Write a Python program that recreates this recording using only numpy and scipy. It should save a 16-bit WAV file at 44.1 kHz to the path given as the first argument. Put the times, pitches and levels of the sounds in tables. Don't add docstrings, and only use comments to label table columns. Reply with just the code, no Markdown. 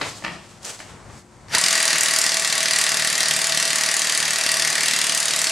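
import sys
import numpy as np
from scipy import signal
from scipy.fft import rfft, irfft, next_fast_len
from scipy.io import wavfile
from scipy.ndimage import map_coordinates

SR = 44100
rng = np.random.default_rng(int(sys.argv[2]) if len(sys.argv) > 2 else 0)


def file_out(sig):
    cols = np.atleast_2d(sig).T
    lim = np.clip(cols, -1, 1)
    pcm = np.round(lim * 32767).astype(np.int16)
    wavfile.write(sys.argv[1], SR, pcm)


def voltage_ratio(decibels):
    exponent = np.asarray(decibels, float) / 20
    return 10 ** exponent


N = 242991

# (time [s], crack [dB], wheel ring [dB], brightness [dB])
FIRST_BLOWS = [(1.5489, -6.5, -14, -1), (1.5826, -11, -14, 7), (1.6127, -15, -24, 14),
               (1.6381, -7.5, -22, -1.5), (1.6612, -9, -38, -2), (1.6831, -10.5, -14.5, 3),
               (1.7072, -10.5, -24, 3)]
# (time [s], blows struck so far [count])
BLOW_COUNT = [(1.7276, 7), (1.827, 11), (1.956, 16), (2.1611, 24), (2.5782, 40), (3.0473, 58), (3.2575, 66),
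              (3.5209, 76), (3.9401, 92), (4.3577, 108), (4.7799, 124), (5.0142, 133), (5.4952, 151)]
# (time [s], level [dB])
FORCE = [(1.6, 2), (2.2, 1.5), (2.4, -1.7), (2.75, 1.1), (3.1, 0), (3.6, 0.2), (4.2, -0.3), (4.8, 0.3),
         (5.51, -0.45)]
# (time [s], level [dB])
GRIP = [(1.7, 1.5), (2.2, 0.5), (2.4, -2), (2.75, 0.5), (3.35, -0.6), (3.55, -3), (4.3, -0.5), (4.85, 3.5),
        (4.91, -5.5), (5.51, -4)]
# (blows per cycle [count], start [cycles], brightness [dB])
TONE_CYCLES = [(6.734, .14, 2.6), (7.53, -.41, 2.2)]
# (time [s], extra level [dB])
SQUARE_BLOWS = [(1.9293, 1.5), (1.9567, -1), (2.2632, 2.6), (2.3422, 1.8), (2.369, 1.8), (2.4469, 4),
                (2.5251, 3.2), (2.5786, 1), (2.629, 1.6), (2.709, 2.5), (3.073, 2), (3.2048, 3.5),
                (3.3096, 3.5), (3.5734, 3), (4.0172, 1), (4.0958, 3), (4.4627, 2), (4.5405, 1),
                (4.8325, 1.5), (4.882, 3), (4.9349, 1.8), (5.0143, 4), (5.0942, 2.5), (5.307, 1)]
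# (frequency [Hz], level per Hz [dB])
CRACK_COLOUR = [(180, -10.5), (300, -18.5), (478, -20), (644, -15.5), (723, -17), (928, -22.5),
                (1930, -5.5), (2470, -7), (4810, -1.5), (10300, -14.5), (15900, -45)]

# (frequency [Hz], width [Hz], level [dB])
WHEEL = [(2353, 15, -23), (2708, 31, -5), (2870, 19, -14.5), (3206, 12, -18), (4310, 49, -17),
         (4810, 30, -3.5)]
# (frequency [Hz], width [Hz], level [dB])
SPOKES = [(1638, 29, -13), (1900, 23, -10), (1854, 185, -7), (1914, 23, -4), (2160, 65, -11.5)]
# (frequency [Hz], width [Hz], level [dB])
BARREL = [(657, 10, -1.5), (1126, 16, -6.5)]
# (time [s], level [dB])
BARREL_FREEDOM = [(1.5, 5), (1.7, 5.5), (2.2, 2), (2.7, 1), (3, 0.5), (3.4, 0), (3.8, 1.5), (4.2, -2.5),
                  (4.55, 5.5), (4.9, -10), (5.2, 1.5), (5.51, -4)]

# (frequency [Hz], level per Hz [dB])
WHIRR_COLOUR = [(59, -50), (100, -40), (153, -13.5), (460, -7), (646, -3.5), (927, -2.5), (1910, 3),
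                (3450, -3), (4740, -2), (10400, -11.5), (15900, -37)]
# (frequency [Hz], width [Hz], level [dB])
SOCKET_TONES = [(1928, 18, -1), (4635, 60, -5), (4781, 30, -2), (4812, 16, 2)]
# (time [s], level [dB])
BODY_HUM = [(1.54, -127), (1.6, -57), (2.3, -50), (2.8, -49.5), (2.9, -43), (3.6, -45), (4.1, -48),
            (4.8, -39.5), (4.95, -50.5), (5.51, -49)]
# (multiple of the blow rate [ratio], level [dB])
SHAFT_TONES = [(3, -6), (4, 0), (5, -16), (6, -7), (11, -10), (14, -12)]
# (time [s], frequency [Hz], level [dB], length [s])
GROANS = [
    (1.545, 1500, -33, 0.0076),
    (1.576, 970, -19.5, 0.0037),
]

# (time [s], peak [dB], thud [dB], tick [dB])
KNOCKS = [(0.0004, -42, 8, -18), (0.0159, -22.5, -9, -4.5), (0.0129, -17, -11, -18),
          (0.0201, -29.5, 1, -19), (0.0291, -31.5, -5, -3), (0.0463, -34, -2, -11), (0.2229, -37, -1, -22),
          (0.239, -25.5, -4, -24), (0.244, -29.5, -4, -10), (0.2477, -15.5, -14.5, -16.5),
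          (0.2545, -29, -19, -25), (0.2632, -18, -11.5, -34), (0.2698, -27.5, -4.5, -33),
          (0.2792, -20.5, -14, -27), (0.2968, -33, -9, -32), (0.7905, -36, -10, -8),
          (0.802, -30, -3.5, -20), (1.0987, -45, 2, -17), (1.483, -44, -11, -1.5)]
# (frequency [Hz], width [Hz], level [dB])
CLANK = [(1080, 540, -6), (1910, 390, 1), (2880, 810, -8)]

# (time [s], swish [dB], dull drag [dB], rise [dB/s], fall [dB/s])
SWISHES = [(0.021, -46.5, 23, 897, 200), (.09, -35, -5, 93, 80), (.5, -50.5, 1.5, 31, 41),
           (0.661, -28.5, -3.5, 650, 106), (.8, -46, -2, 200, 170), (.92, -66.5, 20.5, 100, 144),
           (1.18, -45.5, -8, 220, 260), (1.34, -59, -1.5, 43, 12)]
# (time [s], peak [dB])
CREASES = [(0.6315, -27), (0.648, -18), (0.652, -14), (0.7474, -29), (0.8505, -36), (0.9063, -34)]
# (frequency [Hz], level per Hz [dB])
SWISH_COLOUR = [(1470, -11), (2500, -8), (3130, -6), (3890, -9), (4430, -3.5), (7800, -1.5), (10100, -10.5),
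                (15900, -33)]
# (frequency [Hz], level per Hz [dB])
DRAG_COLOUR = [(120, -59), (200, -24), (419, -1.5), (475, 0), (889, -2.5), (4000, -7), (5200, -39),
               (8800, -120)]

# (frequency [Hz], level per Hz [dB])
HUSH_COLOUR = [(12, -60), (20, -31), (113, -12), (284, -21), (356, -24), (432, -24), (919, -24),
               (1060, -24.5), (1180, -26.5), (2250, -32.5), (2730, -40.5), (8360, -39), (15900, -74)]
# (frequency [Hz], level per Hz [dB])
TRAFFIC_COLOUR = [(20, -40), (35, -18), (55, 14), (75, -20), (120, -56)]
# (frequency [Hz], level [dB])
FAR_HUM = [(102.3, -57), (220.7, -63), (355.3, -61)]

# (frequency [Hz], time to fall 60 dB [s])
GARAGE_DECAY = [(200, 0.98), (2000, 0.42), (6000, 0.94), (14000, .15)]
# (delay [ms], level [dB])
ECHOES = [
    (3.4, -8.5),
    (6.74, -13.5),
    (10.5, -29),
]
# (frequency [Hz], likeness [0 to 1])
ALIKE_NEAR = [(60, 1), (130, 0.74), (290, 0.65), (640, 0.91), (3100, 0.91), (6000, 0.95), (8500, 0.68),
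              (11000, 0.55), (15000, 0.96)]
# (frequency [Hz], likeness [0 to 1])
ALIKE_FAR = [(60, 0.94), (240, 0.89), (950, 0.83), (3770, 0.81), (15000, 0.58)]
# (frequency [Hz], left minus right [dB])
LEAN = [(60, 3), (240, 3.5), (950, 3), (3770, 0.5), (15000, -0.5)]

JITTER_S = 0.0004
CRACK_DB, CRACK_SCATTER_DB = -12.5, 0.68
RING_DB, RING_LOSS_DB = -14.5, 2.5
BRIGHT_DB, BRIGHT_SCATTER_DB, SQUARE_DULL_DB = 2.5, 2.5, -3
TRIGGER_S, ENGAGE_S, SPIN_DB_PER_S = 1.49, 1.547, 550
WHIRR_DB, SURGE_DB, SURGE_S = -27.5, 7.5, 0.02
HUSH_DB = -55
DUCK_S, DUCK_DB, AGAIN_S, AGAIN_DB, DUCK_LAG_S = 1.596, -14, 2.87, -3.5, 0.021
TOP_HZ = 16000


def blows():
    when, count = np.transpose(BLOW_COUNT)
    n = np.arange(count[0], count[-1] + 1)
    luck = rng.standard_normal((len(n), 4))
    s = np.interp(n, count, when) + JITTER_S * luck[:, 3]
    tone_cycle = sum(size_db * np.cos(2 * np.pi * (n / turn + start)) for turn, start, size_db in TONE_CYCLES)
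    extra_db = CRACK_SCATTER_DB * luck[:, 0]
    bright_db = BRIGHT_DB + tone_cycle + BRIGHT_SCATTER_DB * luck[:, 2]
    for at, square_db in SQUARE_BLOWS:
        k = np.argmin(abs(s - at))
        s[k], extra_db[k] = at, square_db
        bright_db[k] = BRIGHT_DB + SQUARE_DULL_DB + tone_cycle[k] / 2
    crack_db = CRACK_DB + np.interp(s, *np.transpose(FORCE)) + extra_db
    ring_db = RING_DB + np.interp(s, *np.transpose(GRIP)) - RING_LOSS_DB * luck[:, 1] ** 2
    return np.hstack([np.transpose(FIRST_BLOWS), [s, crack_db, ring_db, bright_db]])


def hammer():
    s, crack_db, ring_db, bright_db = blows()
    peak_ms = 1.8 * voltage_ratio(1.5 * rng.standard_normal(len(s)))
    dull = rattle(s, crack_db + 26.5 - 0.5 * bright_db, peak_ms, fall_ms=2.54, grit_db=2.5)
    sharp = rattle(s, crack_db + 34 + 0.5 * bright_db, 0.85 * peak_ms, fall_ms=2.4, grit_db=4.5)

    def colour(hz):
        return voltage_ratio(along(CRACK_COLOUR, hz))

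    def high(hz):
        return 1 / (1 + (6500 / (hz + 1)) ** 6)

    low_crack = filtered(dull, lambda hz: colour(hz) * (1 - high(hz)))
    high_crack = filtered(sharp, lambda hz: colour(hz) * high(hz))

    jolt = np.zeros((2, N))
    jolt[:, np.round((s + 0.0008) * SR).astype(int)] = np.sign(rng.standard_normal((len(s), 2))).T
    ring_level = voltage_ratio(np.interp(np.arange(N) / SR, s, ring_db) + 41)
    spokes = filtered(jolt * ring_level, modes(SPOKES, sign=0.75))
    spokes = spokes + voltage_ratio(-4) * np.roll(spokes, round(0.00674 * SR), axis=1)
    spokes = filtered(spokes, modes([(2125, 1180, 0)]))
    barrel = filtered(jolt * voltage_ratio(curves(BARREL_FREEDOM)[0] + 20.0), modes(BARREL))
    wheel = voltage_ratio(8.5) * filtered(dull, modes(WHEEL))
    return low_crack + high_crack + spokes + barrel + wheel


def motor():
    t = np.arange(N) / SR
    (force_db,), (hum_db,), (grip_db,) = curves(FORCE), curves(BODY_HUM), curves(GRIP)
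    spin_up_db = SURGE_DB + SPIN_DB_PER_S * (t - ENGAGE_S)
    settle_db = SURGE_DB * np.exp(-abs(t - ENGAGE_S) / SURGE_S)
    surge_db = np.where(t < ENGAGE_S, spin_up_db, settle_db)
    before_trigger_db = 900 * np.minimum(t - TRIGGER_S, 0)
    whirr_db = WHIRR_DB + force_db + surge_db + before_trigger_db
    whirr = voltage_ratio(whirr_db + 0.36 * wobble(30)) * hiss(WHIRR_COLOUR)

    wheel_noise = unit(filtered(rng.standard_normal((2, N)), modes(BARREL + SPOKES + WHEEL)))
    shake = voltage_ratio(whirr_db - 16.0 - 0.8 * abs(surge_db)) * wheel_noise
    socket_noise = unit(filtered(rng.standard_normal((2, N)), modes(SOCKET_TONES)))
    sing = voltage_ratio(whirr_db - 8 - 1.5 * abs(surge_db) + 0.4 * grip_db) * socket_noise

    turns = np.interp(t, *np.transpose([(FIRST_BLOWS[0][0], 0)] + BLOW_COUNT))
    hum = voltage_ratio(hum_db) * sum(voltage_ratio(db + 1.2 * wobble(5)) * np.sin(2 * np.pi * k * turns)
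                            for k, db in SHAFT_TONES)
    whistle = voltage_ratio(-43) * np.sin(2 * np.pi * 5640 * t) + voltage_ratio(-60) * np.sin(4 * np.pi * 5640 * t)
    whistle = whistle * np.exp(-((t - 1.501) / 0.0078) ** 4)
    groan = sum(voltage_ratio(db) * np.exp(-((t - s) / life) ** 2) * np.sin(2 * np.pi * hz * t)
                for s, hz, db, life in GROANS)
    return whirr + shake + sing + (hum + whistle + groan) * [[1], [0.3]]


def socket():
    s, db, thud_db, tick_db = np.transpose(KNOCKS)
    ring = rattle(s, db + 31.5, 0.71, fall_ms=2.0, grit_db=-0.5)
    thud = rattle(s, db + thud_db + 37.5, 0.79, fall_ms=1.6, grit_db=3.5)
    tick = rattle(s, db + tick_db + 17.5, 0.51, fall_ms=1.8, grit_db=-10.5)
    ring = filtered(ring, modes(CLANK))
    thud = filtered(thud, modes([(180, 93, 1.2), (345, 43, 1.2), (657, 144, 0)]))
    tick = filtered(tick, modes([(4230, 1700, 16.0), (8000, 5000, -14)]))
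    return filtered(ring + thud + tick, lambda hz: 1 / (1 + (hz / 9000) ** 4))


def jacket():
    t = np.arange(N) / SR
    swish, drag = 0, 0
    for s, db, drag_db, rise, fall in SWISHES:
        slide = voltage_ratio(db + np.minimum(rise * (t - s), fall * (s - t)))
        swish = swish + slide
        drag = drag + slide * voltage_ratio(drag_db)
    grain = voltage_ratio(0.83 * wobble(330) + 1.9 * wobble(41.3))
    cloth = swish * hiss(SWISH_COLOUR) + voltage_ratio(-2.5) * drag * hiss(DRAG_COLOUR)
    s, db = np.transpose(CREASES)
    snaps = rattle(s, db + 14.5, 0.3, fall_ms=0.9, grit_db=8.0)
    snaps = filtered(snaps, lambda hz: voltage_ratio(along(SWISH_COLOUR, hz)))
    return voltage_ratio(-3.0) * grain * cloth + snaps


def street():
    t = np.arange(N) / SR
    gain_db = sum(db / 2 * (1 + np.tanh((t - s) / DUCK_LAG_S))
                  for s, db in [(DUCK_S, DUCK_DB), (AGAIN_S, AGAIN_DB)])
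    hush = voltage_ratio(8.5 + 3.2 * wobble(9.6)) * hiss(HUSH_COLOUR)
    traffic = voltage_ratio(-11.0 + 4.8 * wobble(5.9)) * hiss(TRAFFIC_COLOUR)
    hum = sum(voltage_ratio(db + 2.2 * wobble(5.84)) * np.sin(2 * np.pi * hz * t) for hz, db in FAR_HUM)
    return voltage_ratio(gain_db) * (voltage_ratio(HUSH_DB) * (hush + traffic) + hum * [[1.4], [0.3]])


def garage(x, wet_db):
    block = 8192
    tails = np.zeros((2, N + SR))
    for start in range(0, N, block):
        hz, t, z = signal.stft(rng.standard_normal((2, SR // 3)), SR, nperseg=256)
        fade = voltage_ratio(-60 * t / along(GARAGE_DECAY, hz)[:, None])
        tail = signal.istft(z * fade, SR, nperseg=256)[1]
        tail = tail / np.linalg.norm(tail[0])
        wet = signal.fftconvolve(x[:, start:start + block], tail, axes=1)
        late = start + 300
        tails[:, late:late + wet.shape[1]] += wet

    def echoes(hz):
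        return 1 + sum(voltage_ratio(db) * np.exp(-2j * np.pi * hz * ms / 1000) for ms, db in ECHOES)

    return filtered(x, echoes) + voltage_ratio(wet_db) * tails[:, :N]


def ports(pair, alike):
    def share(hz):
        angle = np.arccos(np.clip(along(alike, hz), -1, 1)) / 2
        return np.array([np.cos(angle), np.sin(angle)])

    mid, side = filtered(pair, share)
    both = np.array([mid + side, mid - side])
    return filtered(both, lambda hz: voltage_ratio(along(LEAN, hz) * np.array([[0.5], [-0.5]])))


def rattle(times, db, peak_ms, fall_ms, grit_db):
    length = 700
    ms = np.arange(length)[None] * 1000 / SR
    peak_ms = np.reshape(peak_ms, (-1, 1))
    shape = np.where(ms < peak_ms, 0.5 + 0.5 * ms / peak_ms, np.exp((peak_ms - ms) / fall_ms))
    noise = rng.standard_normal((len(times), 3, length))
    chatter = noise[:, :2] * (voltage_ratio(grit_db * noise[:, 2]) * shape)[:, None]
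    chatter *= voltage_ratio(db)[:, None, None] / np.linalg.norm(chatter, axis=2, keepdims=True)
    starts = np.round(np.asarray(times) * SR).astype(int)
    where = (starts[:, None] + np.arange(length)).ravel()
    return np.array([np.bincount(where, chatter[:, k].ravel(), N + length)[:N] for k in range(2)])


def modes(rows, sign=-1):
    def response(f):
        total = 0
        for k, (centre, width, db) in enumerate(rows):
            loss = 1j * f * width
            total = total + sign ** k * voltage_ratio(db) * loss / (centre * centre - f * f + loss)
        return total

    return response


def hiss(spectrum):
    return unit(filtered(rng.standard_normal((2, N)), lambda hz: voltage_ratio(along(spectrum, hz))))


def filtered(x, response):
    m = next_fast_len(N + SR // 2)
    return irfft(rfft(x, m) * response(np.fft.rfftfreq(m, 1 / SR)), m)[..., :N]


def wobble(rate):
    return map_coordinates(rng.standard_normal(int(N * rate / SR) + 4), [np.arange(N) * rate / SR])


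def curves(rows):
    s, *cols = np.transpose(rows)
    return [np.interp(np.arange(N) / SR, s, c) for c in cols]


def along(points, hz):
    f, v = np.transpose(points)
    return np.interp(np.log(hz + 1), np.log(f + 1), v)


def unit(x):
    return x / np.sqrt(np.mean(x ** 2) + 1e-20)


def scene():
    wrench = garage(hammer(), wet_db=-4.5) + motor()
    wrench = filtered(wrench, lambda hz: 1 / (1 + (130 / (hz + 1)) ** 8))
    around = garage(socket(), wet_db=-3.0) + jacket() + street()
    return ports(wrench, ALIKE_NEAR) + ports(around, ALIKE_FAR)


def band_limit(x):
    return signal.sosfilt(signal.butter(12, 16040, fs=SR, output="sos"), x)


def record(dry):
    soft = dry / (1 + np.abs(dry / 0.8) ** 4) ** (1 / 4)
    mix = filtered(soft, lambda hz: hz < TOP_HZ)
    return band_limit(mix)


dry = scene()
out = record(dry)
file_out(out)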